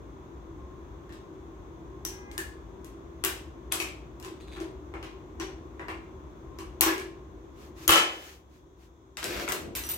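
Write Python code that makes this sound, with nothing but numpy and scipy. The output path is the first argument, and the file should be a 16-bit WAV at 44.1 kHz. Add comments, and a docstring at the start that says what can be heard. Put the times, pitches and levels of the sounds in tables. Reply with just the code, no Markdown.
"""A fan hums in a hard-walled workshop. From 1 s, pliers click and slip on a snap ring in a steel clutch drum
under a hand-lever press, each impact exciting the modes of the drum and the ring; at 2 s a horn toots far off.
Near 6.8 s the ring springs free. Sleeves rustle, and at 7.9 s the pliers drop and bounce on the press bed. From
9.2 s the ring slides along a steel bench with the noise of friction, then is laid down and rocks flat,
jingling, while a plate beside it is nudged once."""
import sys
import numpy as np
from scipy import signal
from scipy.fft import rfft, irfft
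from scipy.io import wavfile
from scipy.ndimage import map_coordinates

SR = 44100
rng = np.random.default_rng(int(sys.argv[2]) if len(sys.argv) > 2 else 0)


def put_to_file(sound):
    """Save the sound as 16-bit audio at rate SR, in the file named by the first command-line argument."""
    columns = np.atleast_2d(sound).T  # one column per channel
    safe = np.clip(columns, -1, 1)
    whole_steps = np.round(safe * 32767)
    wavfile.write(sys.argv[1], SR, whole_steps.astype(np.int16))


N = 439677
TIME = np.arange(N) / SR
RESPONSE_SIZE = 32768  # samples in one impulse response


# pliers and ring striking the drum: start_s, strength_db, contact_ms, boom_db, ping_hz, ping_db
DRUM_IMPACTS = [(1.093, -10, 0.34, -9, 1770, 11), (1.124, -7, 0.23, 6, 1790, -6),
                (2.0503, 1, .04, 11, 5800, 17.5), (2.3137, -10, 0.13, 1, 2050, 3),
                (2.3786, 4, 0.085, 12, 1760, 15.5), (2.845, -13.5, 0.093, 3.5, 6160, 3),
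                (3.2386, 11.5, .11, 15.5, 2770, 8.5), (3.248, 10, .04, 16, 1560, 7),
                (3.722, 13, 0.11, 17, 10500, 5), (3.8009, 10.5, 0.14, 14, 2410, 10),
                (4.1995, -13, 0.13, -11, 13900, 8), (4.2264, -3.5, 0.18, -9, 1060, 2),
                (4.2473, -1.5, 0.18, 12.5, 1060, 10), (4.562, 5, .6, 12, 1050, -4),
                (4.602, -1, 0.22, 21, 636, 18), (4.9388, 11.5, 1, 11, 2280, 8.5),
                (5.0276, 3.5, 0.36, 9, 5700, 6.5), (5.3987, 9.5, 0.3, 20.5, 5800, 10.5),
                (5.7948, 10.5, 0.91, 10.5, 1930, 11.5), (5.8831, 12, 0.52, 11.5, 1900, 2),
                (6.587, -1.5, 0.19, 11.5, 1013, 14), (6.8088, 17, 0.029, 17, 13600, 7.5),
                (6.818, 20.5, 0.26, 19, 5840, 11), (6.861, 16, 0.26, 29.5, 1100, 10),
                (6.875, 14.5, 0.35, 21, 1730, 14), (6.98, -2.5, 0.13, 13.5, 2330, 12),
                (6.998, -9.5, .12, -5, 5250, 3)]
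# modes of the drum, the highest ones from the snap ring: pitch_hz, level_db, t60_s
DRUM_AND_RING_RESONANCES = [(328, 2, .4), (378, -4, .4), (781, -7, .45), (985, -5, .35), (1050, -3, .35),
                            (1136, -3, .35), (1615, -7, .3), (1790, -5, .25), (2480, -5, .3), (2790, -5, .3),
                            (5679, -5, .2), (6158, -2, .2), (8253, 0, .18), (10910, 1, .18), (11680, 0, .13),
                            (13910, -1, .17)]

def drum_clicks():
    """Impact excitation: each slip of the pliers or ring sets the drum and the ring vibrating in their normal
    modes."""
    return impacts(DRUM_IMPACTS, DRUM_AND_RING_RESONANCES, tilt_db=-0.9, ring_db=-15.5,
                   direct_db=-0.5, room_db=-4, left_db=4.5, lead_s=.00016)


# the pliers landing and bouncing: start_s, strength_db, contact_ms, boom_db
PLIERS_BOUNCES = [(7.8783, 13.5, 0.035, 23), (7.892, 24, 0.26, 22.5), (7.907, 6.5, .04, 15),
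                  (7.92, 22.5, .26, 17), (7.957, 22.5, 0.29, 16), (7.982, 11.5, 0.32, -3.5)]
# free modes of the press bed: pitch_hz, level_db, t60_s
BED_RESONANCES = [(327.7, -2.5, 0.44), (504, -1, 0.18), (560, -7.5, 0.31), (572, -5.5, 0.73),
                  (810, -11.5, 0.63), (1047, -6, 0.98), (1117, -0.5, 0.35), (1210, -5, 0.16),
                  (1185, 2.5, 0.083), (1300, 0.5, 0.27), (1350, 1.5, 0.28), (1696, -8, 1), (1744, -6.5, 1),
                  (2099, -15.5, 0.25), (2240, -13.5, 0.53), (2720, -11, 0.16), (2685, -16.5, 0.54),
                  (3040, 7, 0.28), (3073, 3.5, 0.93), (2994, -14.5, 0.39), (3290, 1, 0.22), (3854, -3, .3),
                  (4670, -10, .3)]

def pliers_drop(max_t60_s=.5, thump_s=7.892, thump_hz=85, decay_s=.0084):
    """Contact damping: the pliers ring the bed and damp it by lying there; their weight rocks the stand."""
    damped = [(hz, db, min(t60, max_t60_s)) for hz, db, t60 in BED_RESONANCES]
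    clatter = impacts(PLIERS_BOUNCES, damped, tilt_db=0.06, ring_db=-7.5,
                      direct_db=-0.5, room_db=-1.5, left_db=5, lead_s=.00016)
    age = np.maximum(TIME - thump_s, 0)
    thump = undb(-23) * np.exp(-age / decay_s) * np.sin(2 * np.pi * thump_hz * age)
    return clatter + thump


# parts knocking on the bench: start_s, strength_db, contact_ms, boom_db
BENCH_IMPACTS = [(9.1704, 5.5, 0.26, -5), (9.229, 5, 0.25, 17), (9.2417, 0.5, .12, 17.5),
                 (9.4782, 16, .52, -6), (9.488, -4, 0.091, 16.5), (9.4965, -13, 0.063, -4),
                 (9.5085, -19, 0.15, -3), (9.5211, -2, 0.037, 16.5), (9.526, 1, 0.16, -4)]
# modes of the bench top: pitch_hz, level_db, t60_s
BENCH_RESONANCES = [(185, -4, .5), (240, -5, .4), (610, -5, .3), (1350, -6, .25), (2200, -7, .3),
                    (3560, -7, .35), (7500, -1, .1), (11400, -2, .15)]

def bench_knocks():
    """Impact excitation: parts crack against the steel top and weakly ring its modes."""
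    return impacts(BENCH_IMPACTS, BENCH_RESONANCES, tilt_db=0.5, ring_db=-18,
                   direct_db=1, room_db=-2, left_db=5.5, lead_s=.00004)


# the snap ring settling: start_s, strength_db, contact_ms, boom_db
RING_IMPACTS = [(9.7515, 5.5, 0.22, -1), (9.76, -4, 0.18, -7), (9.889, 3, 0.25, -6),
                (9.899, -12.5, 0.036, -1)]
# modes of the free ring: pitch_hz, level_db, t60_s
RING_RESONANCES = [(2170, -14, 0.36), (5750, -23, .25), (8400, -3.5, 0.89), (11009, 6.5, 0.86),
                   (11000, -3, 0.28), (13400, 10.5, 0.61), (13900, 12, .25), (13500, -4, .7)]

def ring_jingle():
    """Free vibration: the ring's high, lightly damped modes sound on after each tap."""
    return impacts(RING_IMPACTS, RING_RESONANCES, tilt_db=2, ring_db=1,
                   direct_db=-3.5, room_db=-3, left_db=-3.5, lead_s=.00002)


# the ring rocking flat: start_s, level_db
RING_ROCKS = [(9.755, -32), (9.83, -40), (9.888, -29)]
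# its top modes, damped by contact: pitch_hz, level_db, t60_s
CHATTER_RESONANCES = [(8274, -11, .08), (11010, 0, .05), (13650, 0, .04), (13930, -1, .04)]

def ring_chatter(rate_hz=500, rise_s=.012, fall_db_per_s=206):
    """Repeated excitation: rapid touches on the bench renew the ring's top modes; each rock dies away."""
    shimmer = convolve(catches(rate_hz, 0), irfft(ringing(CHATTER_RESONANCES)))
    rocking = sum(ramp(TIME - start, rise_s) * undb(db - fall_db_per_s * np.maximum(TIME - start, 0))
                  for start, db in RING_ROCKS)
    return unit_rms(shimmer) * rocking


# a nudge to a neighbouring steel plate: start_s, strength_db, contact_ms, boom_db
PLATE_IMPACT = [(9.8374, -2.5, 0.19, -6)]
# modes of that plate: pitch_hz, level_db, t60_s
PLATE_RESONANCES = [(4170, -18, 0.55), (5860, -1, 0.8), (11010, -0.5, .6)]

def plate_tap():
    """Free vibration: the plate, struck once, rings in three inharmonic modes."""
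    return impacts(PLATE_IMPACT, PLATE_RESONANCES, tilt_db=-0.2, ring_db=2.5,
                   direct_db=0.5, room_db=-1, left_db=-6, lead_s=.00002)


# tone shared by all impacts, including the microphone's colour: frequency_hz, gain_db
IMPACT_COLOUR = [(30, -42.5), (120, -17.5), (230, -11.5), (310, -19.5), (480, -5.5), (700, -3), (1050, -1),
                 (3200, -2), (4300, -5), (6000, -3.5), (8200, 0.5), (9400, -5), (11200, 1), (15500, -3)]
# share of an impact that arrives directly: frequency_hz, gain_db
DIRECT_SHARE = [(300, -15), (2000, -6.5), (5000, -1.5), (12000, -2)]

def impacts(table, modes, tilt_db, ring_db, direct_db, room_db, left_db, lead_s):
    """Superposition: each blow's spectrum drives a direct crack, the room's echo and the part's modes."""
    hz, out = freqs(RESPONSE_SIZE), np.zeros((2, N + RESPONSE_SIZE))
    boom_hz, boom_width_hz = 368.6, 83.5  # low boom that each blow excites in the room
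    boom = 1 / np.sqrt(1 + (2 * (hz - boom_hz) / boom_width_hz) ** 4)
    straight, colour = gain_curve(DIRECT_SHARE, hz), gain_curve(IMPACT_COLOUR, hz)
    fade_out = np.clip(np.linspace(4, -.2, RESPONSE_SIZE), 0, 1)
    for start_s, strength_db, contact_ms, boom_db, *ping in table:
        # bright contacts crack more and feed the room less
        sharp_db = 0.32 * max(contact_db(12500, contact_ms, tilt_db), -25)
        gain = colour * undb(strength_db + contact_db(hz, contact_ms, tilt_db))
        if ping:  # the spot struck favours one resonance
            ping_hz, ping_db = ping
            gain *= undb(ping_db / (1 + ((hz / ping_hz - 1) / .087) ** 2))
        # short-lived overtones ripple the spectrum anew at every blow
        gain *= undb(3 * wander(260, len(hz)) * ramp(hz, 2000) - .5)
        drive = minimum_phase(np.hypot(gain, undb(boom_db) * boom))
        direct = undb(direct_db + sharp_db) * straight * crack(left_db, lead_s)
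        echo = undb(room_db - max(sharp_db, 0)) * room()
        ring = undb(ring_db) * ringing(modes)
        start = int(start_s * SR)
        out[:, start:start + RESPONSE_SIZE] += fade_out * irfft((direct + echo + ring) * drive)
    return out[:, :N]


def contact_db(hz, contact_ms, tilt_db, dull_db_per_octave=11.5):
    """A force pulse is a low-pass above 1 / its duration; the part adds tilt_db per octave above 1 kHz."""
    above_corner = np.log2(1 + (hz * contact_ms / 1000) ** 4) / 4
    above_1khz = np.log2(np.maximum(hz / 1000, 1))
    return tilt_db * above_1khz - dull_db_per_octave * above_corner


def crack(left_db, lead_s, decay_s=0.001):
    """Direct sound: spectra of a burst of dense ringing, placed by level and arrival-time differences."""
    hz, t = freqs(RESPONSE_SIZE), np.arange(RESPONSE_SIZE) / SR
    envelope = np.exp(-t / decay_s) * (1 - np.exp(-2 * t / decay_s))
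    common, *own = rng.standard_normal((3, RESPONSE_SIZE))
    left, right = rfft(unit_energy((common + .5 * np.array(own)) * envelope))
    delay = np.exp(-2j * np.pi * hz * lead_s)
    return np.array([left * undb(left_db / 2), right * undb(-left_db / 2) * delay])


def ringing(modes):
    """Modal summation: stereo spectra of damped sinusoids in random phases."""
    t, out = np.arange(RESPONSE_SIZE) / SR, 0
    for hz, db, t60 in modes:
        phase = rng.uniform(0, 2 * np.pi)
        spread = rng.uniform(-1, 1) * min(hz / 1000, 2) * np.array([[1], [-1]])
        out = out + undb(db - 60 * t / t60) * np.sin(2 * np.pi * hz * t + phase + spread)
    return rfft(out / np.linalg.norm(out) * np.sqrt(2))


# the ring pushed along the bench: start_s, length_s, level_db
SLIDE_STROKES = [(9.215, 0.22, -35), (9.49, 0.067, -38.5)]
# spectrum of the slide: frequency_hz, gain_db
SLIDE_SPECTRUM = [(40, -35), (70, -9), (130, -17), (190, -13), (260, -5), (330, 1), (420, -5.5), (500, -3),
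                  (750, -11.5), (2500, -12.5), (7200, -23), (9700, -30), (12400, -24), (16000, -32)]

def ring_slide():
    """Sliding friction: the ring catches on the bench so often that the contacts merge into noise."""
    return friction(SLIDE_STROKES, SLIDE_SPECTRUM, ramp_s=.012, rate_hz=2000, spread_db=3, direct_db=-5)


# hand and part moving over the bench: start_s, length_s, level_db
GRUMBLE_STROKES = [(9.24, .2, -54), (9.51, .2, -44), (9.78, .17, -66)]
# low response of the bench top: frequency_hz, gain_db
GRUMBLE_SPECTRUM = [(60, -23), (120, -6), (180, 3), (250, 0), (450, -3), (900, -21), (3000, -62)]

def bench_grumble():
    """Forced vibration: the top rumbles under the sliding hand and part."""
    return friction(GRUMBLE_STROKES, GRUMBLE_SPECTRUM,
                    ramp_s=.025, rate_hz=400, spread_db=-0.5, direct_db=-4)


# the pliers scraping in the groove: start_s, length_s, level_db
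SCRAPE_STROKES = [(3.712, 0.017, -27), (4.23, 0.036, -62), (4.395, 0.036, -53), (4.47, 0.027, -53),
                  (4.51, 0.067, -49)]
# spectrum of the scrape: frequency_hz, gain_db
SCRAPE_SPECTRUM = [(500, -13), (1200, -5), (2400, 2), (3000, 0), (3900, 9.5), (5000, -9.5), (8000, -7.5),
                   (15000, -23)]

def pliers_scrape():
    """Sliding friction: the tips catch in the groove in short, bright rasps."""
    return friction(SCRAPE_STROKES, SCRAPE_SPECTRUM,
                    ramp_s=.008, rate_hz=560, spread_db=1.5, direct_db=-2.5)


def friction(strokes, spectrum, ramp_s, rate_hz, spread_db, direct_db):
    """Source and filter: tiny catches follow the hand's pressure, are coloured, and smear in the room."""
    paths = room() + undb(direct_db) * crack(0, 0)
    response = irfft(paths * minimum_phase(gain_curve(spectrum, freqs(RESPONSE_SIZE))))
    pressure = sum(undb(db) * ramp(np.minimum(TIME - start, start + length - TIME), ramp_s)
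                   for start, length, db in strokes)
    return convolve(unit_rms(catches(rate_hz, spread_db)) * pressure, unit_energy(response))


def catches(rate_hz, spread_db):
    """Poisson process: tiny contacts at random moments, uneven in size."""
    impulses = (rng.random(N) < rate_hz / SR) * rng.standard_normal(N)
    return impulses * undb(spread_db * np.minimum(rng.exponential(size=N), 3))


# sleeves and hands brushing: centre_s, length_s, level_db
CLOTH_SWELLS = [(7.636, 0.13, -57), (7.783, 0.04, -56.5), (7.84, 0.083, -48.5), (8.135, 0.099, -52),
                (8.267, 0.19, -49), (8.556, 0.11, -65.5), (8.835, 0.093, -63.5)]
# spectrum of the cloth: frequency_hz, gain_db
CLOTH_SPECTRUM = [(300, -13.5), (1200, 3.5), (2500, 1.5), (4500, -3), (6500, -2.5), (9500, -12),
                  (12500, -8.5), (16000, -12.5)]

def sleeves():
    """Friction noise: cloth brushes by in soft Gaussian swells."""
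    swells = sum(undb(db) * np.exp(-(2 * (TIME - centre) / length) ** 2)
                 for centre, length, db in CLOTH_SWELLS)
    return noise(CLOTH_SPECTRUM) * swells


# partials of the horn: harmonic_number, relative_db
HORN_HARMONICS = [(2, -59), (3, -64), (4, -65), (5, -65), (6, -66)]

def horn(pitch_hz=408, start_s=2.05, end_s=2.47, fade_s=0.09, gain_db=2):
    """Harmonic series without its fundamental: a faint toot from the street, each partial wavering."""
    gate = ramp(TIME - start_s, fade_s) * ramp(end_s - TIME, fade_s)
    tone = 0
    for harmonic, db in HORN_HARMONICS:
        cycles = round(harmonic) * pitch_hz * TIME + rng.random((2, 1)) + .13 * wander(300, N)
        tone = tone + undb(db + 2 * wander(300, N)) * np.sin(2 * np.pi * cycles)
    return np.sqrt(2) * undb(gain_db) * gate * tone


# rumble of the fan and workshop air: frequency_hz, gain_db
RUMBLE_SPECTRUM = [(25, -37.5), (38, -23), (48, -1), (68, 3), (86, -4.5), (102, -9), (135, -8),
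                   (210, -14.5), (275, -9.5), (310, -5), (385, -6), (425, -14.5), (520, -17.5), (780, -22),
                   (1060, -19), (1450, -27.5), (2400, -36), (4500, -47.5), (9000, -62)]
# narrow tones in the background hum: pitch_hz, level_db
HUM_TONES = [(60, -60.5), (118, -66.5), (333, -56), (382, -59), (974, -69), (1061, -64.5), (1109, -77)]
# thin hiss of the air: frequency_hz, gain_db
HISS_SPECTRUM = [(1500, 5.5), (2600, -23), (3400, 12.5), (4600, -8), (6300, 8), (8000, -4), (9600, -14),
                 (11500, -8), (15500, -7)]
# hum and hiss are turned down after the loudest blows, then return: start_s, depth_db
BACKGROUND_DIPS = [(6.82, 2), (7.88, 7.5)]

def fan(half_width_hz=3, sink_s=.082, return_s=9.17, rise_s=.12):
    """Tonal and broadband noise: narrow noise bands are heard as wavering tones over rumble and hiss."""
    hz = freqs(N)
    peaks = sum(undb(db) / (1 + ((hz - pitch) / half_width_hz) ** 2) for pitch, db in HUM_TONES)
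    tones = irfft(diffuse(N) * peaks, N) * np.sqrt(SR / np.pi / half_width_hz)
    sunk_db = sum(depth_db * ramp(TIME - start, sink_s) for start, depth_db in BACKGROUND_DIPS)
    dip_db = -sunk_db * (1 - ramp(TIME - return_s, rise_s))
    hum = undb(-45) * noise(RUMBLE_SPECTRUM) + tones
    hiss = undb(-69.5) * noise(HISS_SPECTRUM)
    return hum * undb(dip_db) + hiss * undb(0.4 * dip_db)


# reverberation times of the workshop: frequency_hz, t60_s
REVERB_TIMES = [(150, 0.27), (350, 0.85), (1000, 0.41), (3000, 0.45), (5500, 0.39), (8000, 0.33),
                (11000, 0.27), (15000, 0.25)]

def room(build_s=0.0063):
    """Reverberation: spectra of a diffuse tail decaying exponentially per band, longest near 350 Hz."""
    hz, t = freqs(RESPONSE_SIZE), np.arange(RESPONSE_SIZE) / SR
    centres, t60s = np.transpose(REVERB_TIMES)
    field, tail = diffuse(RESPONSE_SIZE), 0
    for pick, t60 in zip(np.eye(len(centres)), t60s):
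        band = irfft(field * np.interp(np.log(hz), np.log(centres), pick))
        envelope = undb(-60 * t / t60) * (1 - np.exp(-t / build_s))
        tail = tail + band * unit_energy(envelope)
    return rfft(tail)


def diffuse(size, mic_gap_s=0.00048):
    """Diffuse-field coherence: noise spectra at two microphones, alike in bass, unrelated in treble."""
    coherence = .96 * np.sinc(2 * freqs(size) * mic_gap_s)
    mid, side = rfft(rng.standard_normal((2, size))) * np.sqrt([1 + coherence, 1 - coherence])
    return np.array([mid + side, mid - side]) / np.sqrt(2)


def noise(spectrum):
    """Spectral shaping of diffuse noise, rms 1."""
    return unit_rms(irfft(diffuse(N) * gain_curve(spectrum, freqs(N)), N))


def minimum_phase(gain):
    """Folding the cepstrum gives the quickest-starting response with this gain."""
    cepstrum = irfft(np.log(gain))
    half = len(cepstrum) // 2
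    cepstrum[1:half] *= 2
    cepstrum[half + 1:] = 0
    return np.exp(rfft(cepstrum))


def convolve(force, response):
    """Pass a mono force through a stereo impulse response."""
    return signal.fftconvolve(force[None], response, axes=1)[:, :N]


def wander(spans, size):
    """A cubic spline through random knots, spread near 1."""
    knots = rng.standard_normal(spans + 1)
    return map_coordinates(knots, [np.linspace(0, spans, size)], order=3, mode="nearest")


def gain_curve(points, hz):
    """Gain from (frequency_hz, gain_db) points on a log-frequency axis."""
    at_hz, db = np.transpose(points)
    return undb(np.interp(np.log(hz), np.log(at_hz), db))


def freqs(size):
    """Bin frequencies, at least 1 Hz."""
    return np.maximum(np.fft.rfftfreq(size, 1 / SR), 1)


def ramp(x, width):
    """Linear rise from 0 to 1 over width."""
    return np.clip(x / width, 0, 1)


def undb(db):
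    """Decibels to gain."""
    return 10 ** (np.asarray(db) / 20)


def unit_rms(x):
    """Scale to rms 1."""
    return x / np.sqrt(np.mean(x ** 2))


def unit_energy(x):
    """Scale each channel to energy 1."""
    return x / np.linalg.norm(x, axis=-1, keepdims=True)


def scene():
    """Superposition: press and bench knocks to the left, ring and plate to the right, fan all round."""
    struck = drum_clicks() + pliers_drop() + bench_knocks() + ring_jingle() + plate_tap()
    rubbed = ring_slide() + bench_grumble() + pliers_scrape()
    return struck + rubbed + ring_chatter() + sleeves() + horn() + fan()


def record(dry, left_db=2.0, ceiling=.58, cutoff_hz=15900):
    """Clipping and band limiting: the left microphone is louder, peaks flatten and the top is cut."""
    heard = dry * undb(np.array([[left_db], [-left_db]]) / 2)
    lowpass = signal.ellip(10, .2, 80, cutoff_hz, fs=SR, output="sos")
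    return signal.sosfilt(lowpass, np.clip(heard, -ceiling, ceiling))


dry = scene()
out = record(dry)
put_to_file(out)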